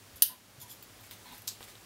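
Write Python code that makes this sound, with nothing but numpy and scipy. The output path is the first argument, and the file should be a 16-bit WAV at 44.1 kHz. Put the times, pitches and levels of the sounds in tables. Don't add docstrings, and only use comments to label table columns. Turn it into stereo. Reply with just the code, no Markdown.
import sys
import numpy as np
from scipy import signal
from scipy.fft import rfft, irfft, next_fast_len
from scipy.io import wavfile
from scipy.ndimage import uniform_filter1d, map_coordinates

SR = 44100
rng = np.random.default_rng(int(sys.argv[2]) if len(sys.argv) > 2 else 0)


def generate_wav(signal):
    frames = np.transpose(np.atleast_2d(signal))
    scaled = np.clip(frames, -1, 1) * 32767
    pcm = np.round(scaled).astype(np.int16)
    wavfile.write(sys.argv[1], SR, pcm)


def rack_gain(trim_db):
    fader = np.asarray(trim_db, float)
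    return 10 ** (fader / 20)


N = 81585


def unit(x):
    return x / np.sqrt(np.mean(x ** 2) + 1e-20)


def along(points, hz):
    f, v = np.transpose(points)
    return np.interp(np.log(hz + 1), np.log(f + 1), v)


def filtered(x, response):
    m = next_fast_len(len(x) + 8192)
    return irfft(rfft(x, m) * response(np.fft.rfftfreq(m, 1 / SR)), m)[:len(x)]


def resonant(x, peaks, shift=1):
    def response(f):
        total = 0
        for k, (centre, width, db) in enumerate(peaks):
            damping = 1j * f * width
            total = total + (-1) ** k * rack_gain(db) * damping / ((centre * shift) ** 2 - f * f + damping)
        return total
    return filtered(x, response)


def wobble(rate_hz, n):
    knots = rng.standard_normal(int(N * rate_hz / SR) + 4)
    return map_coordinates(knots, [np.arange(n) * rate_hz / SR])


def add(out, start_s, x):
    i = round(start_s * SR)
    out[i:i + len(x)] += x[:len(out) - i]


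def stroke(length_s, rate_hz, grit_db, lean):
    n = int(2 * length_s * SR)
    u = np.arange(n) / SR / length_s
    shape = np.sin(np.pi * np.clip(u, 0, 1) ** lean) ** .6
    grit = rng.standard_normal(n) * rack_gain(grit_db * wobble(rate_hz, n))
    return unit(grit), shape


# pitch_hz, density_db
HISS_COLOUR = [(20, -50), (32, -35), (45, 0), (100, -20), (180, -5.5), (1000, -11), (5000, -14.5),
               (15900, -20.5)]
HUM_HZ, HUM_WIDTH_HZ, HUM_DB = 103, 11, -64
HISS_DB = -55.5


def floor():
    hiss = unit(filtered(rng.standard_normal(N), lambda hz: rack_gain(along(HISS_COLOUR, hz))))
    hum = unit(resonant(rng.standard_normal(N), [(HUM_HZ, HUM_WIDTH_HZ, 0)]))
    return rack_gain(HISS_DB + 0.21 * wobble(5.05, N)) * hiss + rack_gain(HUM_DB) * hum


# delay_s, level_db
NEAR_SURFACES = [(.0021, -10), (.004, -6), (.0074, -6), (.0092, -13), (.0111, -10), (.0125, -10),
                 (.0155, -14)]
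# pitch_hz, t60_s
ROOM_DECAY = [(500, 0.17), (2000, 0.36), (6000, 0.21), (12000, .22), (16000, 0.19)]
ROOM_DB, ROOM_START_S = -1.5, 0.0013


def room(x):
    hz, t, z = signal.stft(rng.standard_normal(SR // 2), SR, nperseg=256)
    decay = rack_gain(-60 * t / along(ROOM_DECAY, hz)[:, None])
    tail = signal.istft(z * decay, SR, nperseg=256)[1]
    tail = tail * (1 - np.exp(-np.arange(len(tail)) / SR / ROOM_START_S))
    answer = rack_gain(ROOM_DB) * tail / np.linalg.norm(tail)
    smear = rng.standard_normal((len(NEAR_SURFACES), 8)) * rack_gain(-7 * np.arange(8))
    for (delay_s, db), echo in zip(NEAR_SURFACES, smear):
        add(answer, delay_s, rack_gain(db) * echo / np.linalg.norm(echo))
    answer[0] = 1
    return signal.fftconvolve(x, answer)[:N]


# start_s, level_db, pitch_hz
TABLE_NUDGES = [
    (0.131, -50.5, 75),
    (0.579, -46, 125),
    (.63, -47, 111),
    (1.209, -63, 94),
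    (1.32, -51, 233),
]
THUMP_CYCLES = 1.95


def thumps():
    out, t = np.zeros(N), np.arange(SR // 5) / SR
    for start_s, db, hz in TABLE_NUDGES:
        u = t * hz / THUMP_CYCLES
        add(out, start_s, rack_gain(db) * 4 * u * np.exp(-2 * u) * np.sin(2 * np.pi * hz * t))
    return out


# start_s, length_s, level_db
FOLDS = [
    (1.028, 0.052, -60.5),
    (1.103, 0.044, -55.5),
    (1.168, 0.27, -65.5),
    (1.32, 0.079, -60),
    (1.606, 0.018, -57),
    (1.627, 0.024, -54.5),
    (1.671, .05, -57),
]
# pitch_hz, density_db
FOLD_COLOUR = [(400, -11), (2500, 0.5), (6000, -3), (12000, -2.5), (16000, -5.5)]


def rustles():
    out = np.zeros(N)
    for start_s, length_s, db in FOLDS:
        grit, shape = stroke(length_s, 900, grit_db=3, lean=.6)
        rustle = unit(filtered(grit, lambda hz: rack_gain(along(FOLD_COLOUR, hz))))
        add(out, start_s, rack_gain(db) * shape * rustle)
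    return out


# start_s, length_s, level_db, fizz_db
CLOTH_PULLS = [
    (0.287, 0.048, -47, -9),
    (.32, 0.027, -52, -2),
    (.58, 0.14, -58.5, -3.5),
    (.97, 0.053, -59.5, 6),
    (1.247, 0.065, -50.5, 4.5),
    (1.29, 0.036, -47, 4.5),
    (1.32, 0.042, -54, 6.5),
]
# pitch_hz, width_hz, level_db
BED_MODES = [(235, 30, 0), (645, 50, -7), (855, 40, 2), (995, 45, -2), (1700, 300, -14)]
# pitch_hz, width_hz, level_db
WEAVE_FIZZ = [(2260, 2900, -14.5), (3330, 220, -1.5), (3420, 180, -1.5), (4260, 330, -2)]


def drags():
    out = np.zeros(N)
    for start_s, length_s, db, fizz_db in CLOTH_PULLS:
        grit, shape = stroke(length_s, 206.6, grit_db=3.0, lean=0.67)
        hum = resonant(grit * shape, BED_MODES)
        fizz = rack_gain(fizz_db - 10.5) * resonant(grit * shape, WEAVE_FIZZ)
        add(out, start_s, rack_gain(db) * 4 * (hum + fizz))
    return out


# start_s, level_db, pitch_hz, decay_cycles
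TOUCHES = [(.599, -44, 13000, 3), (.826, -42, 4550, 3), (0.826, -42, 14700, 44), (1.010, -46, 14500, 25),
           (1.038, -44.5, 2500, 2.6), (1.038, -41, 12000, 4.4), (1.066, -42, 12500, 3),
           (1.1115, -31, 3700, 0.89), (1.111, -23, 13600, 2), (1.117, -40, 14500, 4),
           (1.134, -39, 11400, 4.8), (1.325, -36, 14000, 4.1), (1.348, -40.5, 11100, 5),
           (1.356, -48, 14000, 3), (1.381, -32.5, 12800, 3.3), (1.42, -33.5, 12500, 2.7),
           (1.608, -32, 830, 0.27), (1.6056, -37, 3000, 0.76), (1.6288, -31, 3420, 1.2),
           (1.6286, -41.5, 8000, 2), (1.683, -37.5, 1550, 0.68), (1.754, -42.5, 3580, 2.6)]


def ticks():
    out, t = np.zeros(N), np.arange(SR // 50) / SR
    for start_s, db, hz, cycles in TOUCHES:
        noise = unit(resonant(rng.standard_normal(len(t)), [(hz, hz / 3, 0)]))
        pulse = np.sin(2 * np.pi * hz * t) + .5 * noise
        add(out, start_s, rack_gain(db) * pulse * np.exp(-t * hz / cycles))
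    return out


# start_s, level_db, pitch_factor
FIBRES = [
    (1.4744, -20, 1.35),
    (1.4771, -31, 1.05),
    (1.4783, -15, 1.0),
    (1.4812, -23, 1.05),
]
# pitch_hz, width_hz, level_db
THREAD_MODES = [(500, 500, -15), (1250, 400, -8), (2800, 1500, -6), (4700, 1800, 5), (7800, 2200, 4),
                (10200, 2000, 0), (13300, 2500, 0)]


def snaps():
    out, t = np.zeros(N), np.arange(SR // 100) / SR
    for start_s, db, pitch in FIBRES:
        fray = .4 * rng.standard_normal(len(t)) * rack_gain(-60 * t / 0.0021)
        burst = (t == 0) + fray
        add(out, start_s, rack_gain(db + 3.5) * resonant(burst, THREAD_MODES, pitch))
    return out


# start_s, length_s, level_db, pitch_factor
BLADE_RUBS = [
    (.157, .02, -52, 1.0),
    (.217, .005, -54, 1.0),
    (.598, .012, -48, 1.03),
    (.611, .022, -44, .99),
    (.680, .012, -52, .9),
    (.694, .02, -46, 1.005),
    (.710, .021, -46, 1.0),
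    (.826, .008, -55, 1.03),
]
# pitch_hz, width_hz, level_db
RUBBED_STEEL = [(3360, 200, -4.5), (5100, 1000, -12), (7060, 350, -5), (9330, 510, -8), (10360, 390, -3.5),
                (11400, 350, -6.5), (12000, 660, -4), (13950, 370, 0), (14100, 140, -1), (15200, 600, -16)]
RUB_DB = 7.5


def slides():
    out = np.zeros(N)
    for start_s, length_s, db, pitch in BLADE_RUBS:
        grit, shape = stroke(length_s, 600, grit_db=3, lean=.75)
        add(out, start_s, rack_gain(db + RUB_DB) * resonant(grit * shape, RUBBED_STEEL, pitch))
    return out


# start_s, level_db, contact_s
BLADE_CONTACTS = [
    (.1590, -41, .0012),
    (.22185, -10, .0003),
]
# pitch_hz, level_db, t60_s
BLADE_MODES = [(3000, -8, .009), (3800, -1, .005), (4700, -2, .005), (5300, -7, .004), (6400, -1, .005),
               (7700, 2, .004), (9600, 8, .005), (11250, -2, .012), (11600, -2, .012), (12300, 2, .004),
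               (12700, -3, .013), (13600, 1, .004), (14200, -1, .013), (15200, -3, .004)]
# pitch_hz, level_db, t60_s
HANDLE_KNOCK = [(830, -38, 0.0037), (1220, -27.5, 0.0026), (1630, -17, 0.0054)]
CRACK_DB, CRACK_T60_S = 4, .006
THIN_HZ = 700


def snips():
    out, t = np.zeros(N), np.arange(SR // 8) / SR
    for start_s, db, contact_s in BLADE_CONTACTS:
        ring = np.zeros(len(t))
        for hz, level, t60 in BLADE_MODES:
            ring += rack_gain(level - 60 * t / t60) * np.sin(2 * np.pi * (hz * t + rng.random()))
        crack = rack_gain(CRACK_DB - 60 * t / CRACK_T60_S) * np.diff(rng.standard_normal(len(t) + 1))
        knock = np.zeros(len(t))
        for hz, level, t60 in HANDLE_KNOCK:
            knock += rack_gain(level - 60 * t / t60) * np.sin(2 * np.pi * hz * t)
        onset = 1 - np.exp(-t / contact_s)
        add(out, start_s, rack_gain(db - 1.5) * (onset * (ring + crack) + knock))
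    return signal.sosfilt(signal.butter(3, THIN_HZ, 'high', fs=SR, output='sos'), out)


NEAR_DB = -5


def scene():
    near = ticks()
    blades = room(snips())
    rubbing = room(slides() + drags() + rustles())
    small = room(snaps() + rack_gain(NEAR_DB) * near) + (1 - rack_gain(NEAR_DB)) * near
    mono = blades + rubbing + small + thumps() + floor()
    return np.array([mono, mono])


def below(hz, top_hz):
    return np.sin(np.pi / 2 * np.clip((top_hz - hz) / 250 + .5, 0, 1)) ** 2


def roll_off(x):
    return signal.sosfilt(signal.butter(12, 17160, fs=SR, output="sos"), x)


DUCK_S, DUCK_DB, HOLD_S, RECOVER_S = 0.23, -3.5, 0.19, 0.29
RISE_DB = 0.5
TOP_HZ, LOUD_TOP_HZ, LOUD_DB = 15800, 16950, -25
SPILL_LOW_DB, SPILL_HIGH_DB = -49, -30


def record(dry):
    t = np.arange(N) / SR - DUCK_S
    duck = (t > 0) * np.clip(1 - (t - HOLD_S) / RECOVER_S, 0, 1)
    x = dry[0] * rack_gain(DUCK_DB * duck + RISE_DB * np.clip(t, 0, 1))

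    power = uniform_filter1d(x * x, size=150)
    loud = uniform_filter1d(1. * (power > rack_gain(LOUD_DB) ** 2), size=300)
    top = filtered(x, lambda hz: (1 - below(hz, TOP_HZ)) * rack_gain(-12 * np.abs(hz - TOP_HZ) / 1000))
    x = filtered(x, lambda hz: below(hz, TOP_HZ)) + filtered(loud * top, lambda hz: below(hz, LOUD_TOP_HZ))

    def spill(hz):
        return rack_gain(np.where(hz > 4000, SPILL_HIGH_DB * (1 + hz / 40000), SPILL_LOW_DB))

    side = filtered(np.roll(x, 37) * (.02 + loud), spill)
    return roll_off(np.array([x + side, x - side]))


dry = scene()
out = record(dry)
generate_wav(out)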